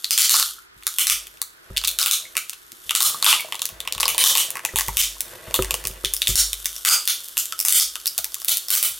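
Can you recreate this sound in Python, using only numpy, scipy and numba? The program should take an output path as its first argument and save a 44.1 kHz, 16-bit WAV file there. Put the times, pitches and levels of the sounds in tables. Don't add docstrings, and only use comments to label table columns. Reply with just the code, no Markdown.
import sys
import numpy as np
from scipy import signal
from scipy.fft import rfft, irfft
from scipy.io import wavfile
from scipy.ndimage import minimum_filter1d
from numba import njit

SR = 44100
rng = np.random.default_rng(int(sys.argv[2]) if len(sys.argv) > 2 else 0)


def boost_factor(decibels):
    exponent = np.asarray(decibels, float) / 20
    return 10 ** exponent


def wrap_up_sound(samples):
    columns = np.atleast_2d(samples).T
    tamed = np.clip(columns, -1, 1)
    steps = np.round(tamed * 32767).astype(np.int16)
    wavfile.write(sys.argv[1], SR, steps)


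N = 396459


def unit_rms(x):
    return x / np.sqrt(np.mean(x ** 2))


def colour(x, points):
    hz, db = np.transpose(points)
    f = np.maximum(np.fft.rfftfreq(x.shape[-1], 1 / SR), 1)
    gain = boost_factor(np.interp(np.log(f), np.log(hz), db))
    return unit_rms(irfft(rfft(x) * gain, x.shape[-1]))


def band(x, low_hz, high_hz):
    return unit_rms(signal.sosfilt(signal.butter(2, [low_hz, high_hz], "band", fs=SR, output="sos"), x))


def thin(x, low_hz):
    return signal.sosfilt(signal.butter(4, low_hz, "high", fs=SR, output="sos"), x)


def decay(t, t60):
    return np.exp(-np.log(1000) * t / t60)


def ring(hz, t60, size):
    t = np.arange(size) / SR
    return np.sin(2 * np.pi * np.outer(hz, t)) * decay(t, t60)


def puffs(hz, width_hz, fade_s):
    size = 2048
    t = np.arange(size) / SR
    rows = rng.standard_normal((len(hz), size)) * np.exp(-t / fade_s)
    away = (np.fft.rfftfreq(2 * size, 1 / SR) - hz[:, None]) / width_hz
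    parts = rfft(rows, 2 * size)
    parts /= np.abs(parts) ** .75
    rows = irfft(parts / (1 + 1j * away) ** 2)[:, :size] * np.exp(-t / (6 * fade_s))
    return rows / np.abs(rows).max(axis=1, keepdims=True)


def place(times, rows):
    out = np.zeros(N + rows.shape[1])
    for s, row in zip(times, rows):
        i = int(max(s, 0) * SR)
        out[i:i + len(row)] += row
    return out[:N]


def over_time(table):
    return np.interp(np.arange(N) / SR, *np.transpose(table))


# frequency in Hz, level in dB per Hz.
HUSH = [(18, -31), (30, 10), (248, -4), (368, 6.5), (577, -8), (1420, 7), (2670, -4), (4900, -6.5),
        (14800, -32), (16500, -35)]


def hush():
    mid, side = boost_factor(-58) * colour(rng.standard_normal((2, N)), HUSH)
    return mid, boost_factor(6.5) * thin(side, 190)


# delay in seconds, level in dB.
ECHOES = [
    (.00112, -8),
    (.0046, -19),
    (.00915, -10),
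    (.0134, -18),
    (.0215, -21),
]
# frequency in Hz, t60 in seconds.
ROOM_T60 = [(300, 0.39), (1200, 0.24), (4000, 0.33), (9000, 0.24), (14000, 0.25)]


def room():
    tail_db, side_db, build_up_s = -9, -15, 0.0039
    t = np.arange(32768) / SR
    hz, t60 = np.transpose(ROOM_T60)
    tail = 0
    for centre_hz in 150 * 2. ** np.arange(0, 7, .5):
        t60_s = np.interp(np.log(centre_hz), np.log(hz), t60)
        noise = band(rng.standard_normal((2, len(t))), centre_hz / 0.97, min(centre_hz * 1.486, 20000))
        tail = tail + np.sqrt(centre_hz) * noise * decay(t, t60_s)
    tail = tail * np.minimum(t / build_up_s, 1)
    tail = boost_factor(tail_db) * tail / np.sqrt(np.sum(tail[0] ** 2)) * np.array([[1], [boost_factor(side_db)]])
    tail[0, 0] = 1
    for s, db in ECHOES:
        tail[:, int(s * SR)] += boost_factor(db) * np.array([1, boost_factor(-10)])
    return tail


# start in seconds, table boom peak in dB, knock in dB relative to boom.
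BUMPS = [(0.298, -41, 21), (0.752, -47, -26), (1.099, -40, 6), (1.695, -28, 2), (2.349, -59, 24),
         (2.852, -48, -15), (3.712, -39, 0), (3.949, -34, -5), (4.73, -27, 7.5), (4.872, -24.5, 1),
         (5.468, -32.5, 0), (5.584, -18, 17), (5.717, -35, -10), (5.843, -31.5, 6.5), (5.891, -32.5, 5),
         (6.033, -29.5, 13), (6.278, -17, -0.5), (6.9, -46, 8), (7.354, -52, 6), (7.733, -41, 14),
         (8.182, -46, 1), (8.499, -53, 10), (8.899, -49, -16)]
# frequency in Hz, level in dB, t60 in seconds.
BOOM = [(49.24, 4.5, 0.96), (77.5, 7, 0.16), (93.4, 8.5, 0.15), (181, 10.5, 0.071)]
# frequency in Hz, level in dB, t60 in seconds.
KNOCK = [(387, -5, 0.17), (522, -4, 0.059), (620, -23, 0.16), (960, -14, 0.034), (1225, -4, 0.023)]


def struck(modes, count):
    rows = 0
    for hz, db, t60 in modes:
        rows = rows + boost_factor(db) * ring(hz * (1 + 0.013 * rng.standard_normal(count)), t60, SR)
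    return rows


def bumps():
    s, boom_db, knock_db = np.transpose(BUMPS)
    swell = np.minimum(np.arange(SR) / SR / 0.009, 1)
    boom = swell * struck(BOOM, len(s))
    knock = boost_factor(knock_db)[:, None] * struck(KNOCK, len(s))
    return place(s + 0.00724, boost_factor(boom_db - 11)[:, None] * (boom + knock))


# time in seconds, rub level in dB.
GRIP = [(0, -68), (.4, -75), (.75, -86), (1.2, -55.5), (1.5, -70), (1.72, -53), (2.3, -55.5), (2.6, -74),
        (3.1, -45.5), (3.6, -51), (4.2, -42.5), (5.2, -53.5), (5.32, -43), (5.75, -43.5), (6.2, -54.5),
        (7.25, -60.5), (7.6, -58), (8.99, -64.5)]


def rub():
    fits = boost_factor(3 * band(rng.standard_normal(N), 3, 40))
    noise = fits * rng.standard_normal(N)
    roll = boost_factor(-9) * band(noise, 350, 410) + boost_factor(-1.5) * band(noise, 464, 685)
    table = boost_factor(-9.5) * band(noise, 82, 194)
    skin = boost_factor(2.5) * band(noise, 340, 2460)
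    return boost_factor(over_time(GRIP) - 5.5) * (roll + table + skin)


# start in seconds, peak in dB, ring in Hz.
TAPS = [(0.564, -40, 1380), (0.584, -29.5, 1370), (0.76, -70, 367), (1.581, -42, 1510), (1.663, -39, 1450),
        (2.253, -27, 2160), (2.727, -39.5, 298), (3.145, -16.5, 1183), (3.396, -13.5, 2250),
        (3.447, -23.5, 620), (3.485, -34, 1000), (4.609, -42, 586), (4.689, -24.5, 1930), (4.719, -61, 500),
        (5.166, -37, 1040), (5.508, -21.5, 545), (7.525, -16.5, 1305), (4.888, -17, 957),
        (8.188, -29.5, 665), (8.364, -34, 1180), (8.261, -41, 910)]


def taps():
    s, db, hz = np.transpose(TAPS)
    onset = np.minimum(np.arange(4096) / SR / .0015, 1)
    return place(s, boost_factor(db)[:, None] * ring(hz, .028, 4096) * onset)


# time in seconds, crackle level in dB.
PEEL = [(0, -42.5), (.45, -24.5), (.7, -69.5), (.95, -35), (1.2, -48), (1.55, -59.5), (2.0, -44),
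        (2.7, -52), (3.05, -32), (3.4, -41), (3.85, -54), (4.6, -51), (4.9, -36), (5.25, -43.5),
        (5.95, -45.5), (6.3, -35), (8.15, -42.5), (8.99, -36.5)]
# frequency in Hz, level in dB per Hz.
FILM = [(880, -52), (1500, 0), (2450, -10.5), (3090, 12.5), (4520, 5.5), (11600, 10), (15100, 6),
        (16500, -67)]


def crackle(tear):
    per_s, spread_db = 1300, 3.8
    broken, sign, size = rng.random((3, N))
    ticks = (broken < per_s / SR) * np.sign(sign - .5) * boost_factor(-spread_db * np.log(size + 6e-3))
    gain = boost_factor(over_time(PEEL) - 2.5) + tear
    return thin(gain * (colour(ticks, FILM) + boost_factor(-19) * band(ticks, 1146, 1516)), 600)


# start in seconds, peak in dB.
WRAP_DRY = [(.1858, 19), (.2064, 7), (.2135, -3), (.3195, 13), (1.003, -16), (1.8296, -31), (1.8743, -2),
            (1.8962, -29), (1.913, -12), (2.4958, -11), (2.7192, -22), (2.9632, -18), (3.4068, -9.5),
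            (3.6549, -5), (3.9242, -6), (4.006, 0), (4.275, 11.5), (4.3733, 16), (4.5046, -4.5)]
# start in seconds, peak in dB, film in Hz.
WRAP_FLAPS = [(.077, -37, 4300), (.108, 11.5, 5050), (.1775, 19, 3260), (.194, 12, 4840),
              (.2194, 13.5, 4430), (.2944, 22, 4380), (.3104, 11, 4250), (.8342, -29, 4030),
              (1.0697, 6.5, 4400), (1.3722, -33, 3020), (1.778, -8, 4200), (1.8473, -8, 3960),
              (1.8505, -6, 4180), (1.8763, -12, 3900), (1.8806, 4, 3800), (2.1117, 14, 3860),
              (3.0223, -4, 3900), (3.8037, -10, 3430), (4.0129, -15, 5100), (4.3803, 12, 3200)]
# start in seconds, peak in dB, film in Hz.
WRAP_HOLLOW = [(.305, 8, 4340), (.3378, -13, 4240), (.362, -15, 4370), (.367, 13, 4000), (.398, 4, 5030),
               (.8678, 0.5, 4220), (.9853, 13.5, 3380), (1.0987, 11, 3700), (1.2695, -24, 3140),
               (1.4168, -6.5, 4380), (1.9877, 8.5, 3880), (2.0143, 5, 5000), (2.0284, 0.5, 3660),
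               (2.0603, 9.5, 3020), (2.3678, 4, 2570), (2.5333, -23.5, 3900), (2.9509, 8, 2940),
               (3.0047, 3, 3750), (3.0286, 19, 3780), (3.0978, -13, 3400), (3.2444, 23.5, 2770),
               (3.554, -15, 3100), (3.5935, -16.5, 3850), (3.6186, -7, 3350), (3.69, -20, 3120),
               (4.0804, 10, 3150), (4.1805, 18, 3160), (4.2394, 22, 3050), (4.3527, 10, 3460)]
# start in seconds, peak in dB, film in Hz.
WRAP_TUGS = [(.3414, 7, 4800), (.4267, -5.5, 4030), (.825, -35, 2380), (1.815, -22, 4400),
             (1.8382, -13, 3160), (2.3533, -23, 2260), (2.53, -30, 2840), (2.908, -7, 2900),
             (3.226, -5, 4060), (3.2634, 15, 3450), (3.3278, 4, 2730), (3.335, -32, 2750),
             (3.5233, -12, 3000), (3.5327, -35, 2870), (3.5445, -20, 3000), (3.8516, -26, 2820),
             (3.8753, -13, 3150), (3.9494, -20, 4040), (3.9798, -17, 3100), (4.0007, -11.5, 4600),
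             (4.0303, -2, 3100), (4.055, -6.5, 4860), (4.1461, -15.5, 3730), (4.269, -15, 3200),
             (4.555, -18, 1900), (4.5698, -17.5, 1960), (4.5931, -22, 2000), (4.6352, -35, 2000)]
# start in seconds, peak in dB.
PICK_DRY = [(5.015, 11), (5.2065, -7.5), (5.8715, -6), (6.1372, -1), (6.2806, 10), (7.0544, -14),
            (7.2436, -21), (7.2848, -17.5), (7.3779, 13), (7.395, -22), (7.4562, -7.5), (7.6114, -12),
            (7.6266, -12), (7.6505, 11), (7.684, 13), (7.7238, 22.5), (7.827, -15), (8.0691, -0.5),
            (8.244, -5), (8.3438, -10), (8.401, -20), (8.447, -8), (8.4806, -6), (8.4928, 14.5),
            (8.5712, -.5), (8.704, 19), (8.7516, 13), (8.8279, 17.5)]
# start in seconds, peak in dB, film in Hz.
PICK_FLAPS = [(4.776, -10, 3540), (4.798, -13, 2200), (4.97, 19.5, 3160), (5.5601, -8, 3420),
              (5.7226, -28, 5060), (6.1656, -9.5, 5470), (6.5311, -7, 3600), (6.6452, -17, 3600),
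              (6.657, -2.5, 3480), (6.7638, -16, 5530), (7.591, -7.5, 5500), (7.6013, 0, 5230),
              (7.7902, -24, 4500), (7.7984, 13, 5100), (8.0002, -24, 5000), (8.0506, -33, 5030),
              (8.0577, -7.5, 3840), (8.1795, -1, 4700), (8.6842, -10, 5250), (6.3555, 20, 5260),
              (6.3758, 0, 3500), (7.0757, 15.5, 3870), (7.8107, -6, 3960), (5.912, -26, 3050),
              (8.694, -20, 4660), (8.4838, 14.5, 4300)]
# start in seconds, peak in dB, film in Hz.
PICK_HOLLOW = [(4.6505, -1.5, 2400), (4.7589, 8, 3300), (4.7867, 0, 1790), (4.8087, -3.5, 2030),
               (4.883, -7, 2030), (5.542, 5.5, 3630), (5.623, -7.5, 2900), (5.646, -13.5, 2080),
               (5.7084, -3, 2460), (5.7416, -4, 3080), (5.8523, -11, 2540), (5.51, -20.5, 2120),
               (5.84, -20, 1900), (6.8498, 20.5, 2220), (6.8885, 23, 4900), (6.9117, 7, 4960),
               (7.37, -8.5, 3140), (7.5234, -9, 3320), (7.9554, -10, 3260), (7.98, -39, 3200),
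               (8.1861, -8.5, 4070), (8.32, -27, 5000), (8.4175, -19, 5200)]
# start in seconds, peak in dB, film in Hz.
SLAPS = [(.0441, -10, 4200), (1.7648, -20.5, 3250), (1.771, -9.5, 3280), (2.894, -12.5, 3180),
         (6.0478, -4.5, 3310), (6.2187, -5, 3560), (6.272, 1, 3500), (8.075, -13, 5100)]
# time in seconds, ring in Hz, lower ring in dB.
TUBE = [(0, 1283, -63), (2.5, 1317, -17), (3.1, 1135, -27.5), (4.1, 1110, -10.5), (4.9, 1025, -20.5),
        (5.8, 1080, 1.5), (6.5, 1230, -5), (7.0, 1335, -25), (8.99, 1290, 2)]


def snaps():
    # events, crack centre Hz, tube dB, film dB under a crack of 0 dB
    kinds = [(WRAP_DRY, 9700, -37, -27), (WRAP_FLAPS, 9160, -31.5, -6.5), (WRAP_HOLLOW, 9700, -22, -7.5),
             (WRAP_TUGS, 8200, -12, -1), (PICK_DRY, 11350, -42, -70), (PICK_FLAPS, 11030, -35, -7.5),
             (PICK_HOLLOW, 9300, -21, -9), (SLAPS, 9500, -37, 2.8)]
    dry_film_hz = 4200
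    tube_growth, film_growth = 0.91, 0.91
    events = []
    for rows, *kind in kinds:
        for row in rows:
            events.append((*row, dry_film_hz)[:3] + tuple(kind))
    s, crack_db, film_hz, crack_hz, tube_db, film_db = np.transpose(events)
    crack_chance, tube_chance = rng.standard_normal((2, len(s)))

    crack = puffs(crack_hz + 1500 * crack_chance, 6500, .0007)
    film = puffs(film_hz, 600, .0013)
    at, ring_hz, lower_db = np.transpose(TUBE)
    tube_hz = np.interp(s, at, ring_hz) * (1 + .05 * tube_chance)
    lower_gain = boost_factor(np.interp(s, at, lower_db))[:, None]
    tube = puffs(tube_hz, 160, .003)
    tube = tube + lower_gain * puffs(0.474 * tube_hz, 110, .003)

    bright = place(s, boost_factor(crack_db + 2.5)[:, None] * crack)
    flap = place(s, boost_factor(film_growth * crack_db + film_db)[:, None] * film)
    hollow = place(s, boost_factor(tube_growth * crack_db + tube_db)[:, None] * tube)
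    tear = place(s, boost_factor(1.58 * crack_db - 26.5)[:, None] * np.exp(-np.arange(4096) / SR / 0.003))
    return thin(bright, 2000) + thin(flap, 1500) + thin(hollow, 450), tear


def scene():
    lean_db = -1
    thumps = bumps()
    cracks, tear = snaps()
    air = cracks + taps() + crackle(tear) + rub() + boost_factor(-8) * thin(thumps, 170)
    mid, side = signal.fftconvolve(air[None], room(), axes=1)[:, :N]
    hush_mid, hush_side = hush()
    mid, side = mid + hush_mid, side + hush_side
    left = (mid + side) * boost_factor(lean_db / 2) + thumps
    right = (mid - side) * boost_factor(-lean_db / 2) + thumps
    return np.array([left, right])


@njit
def follow(peak, attack, release):
    e, out = 0., np.empty(len(peak))
    for i in range(len(peak)):
        e += (peak[i] - e) * (attack if peak[i] > e else release)
        out[i] = e
    return out


def limiter(x):
    attack_s, release_s, threshold_db, strength = 0.0016, 0.006, -3.0, .88
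    ahead = -minimum_filter1d(-np.abs(x).max(axis=0), size=101, origin=-50)
    seen = follow(ahead, 1 / (attack_s * SR), 1 / (release_s * SR))
    return x * np.minimum(boost_factor(threshold_db) / (seen + 1e-9), 1) ** strength


def band_limit(x):
    return signal.sosfilt(signal.butter(12, 16970, fs=SR, output="sos"), x)


def record(dry):
    top_cut = signal.ellip(6, .3, 40, 15900, fs=SR, output="sos")
    mix = np.clip(signal.sosfilt(top_cut, limiter(dry)), -1, 1)
    return band_limit(mix)


dry = scene()
out = record(dry)
wrap_up_sound(out)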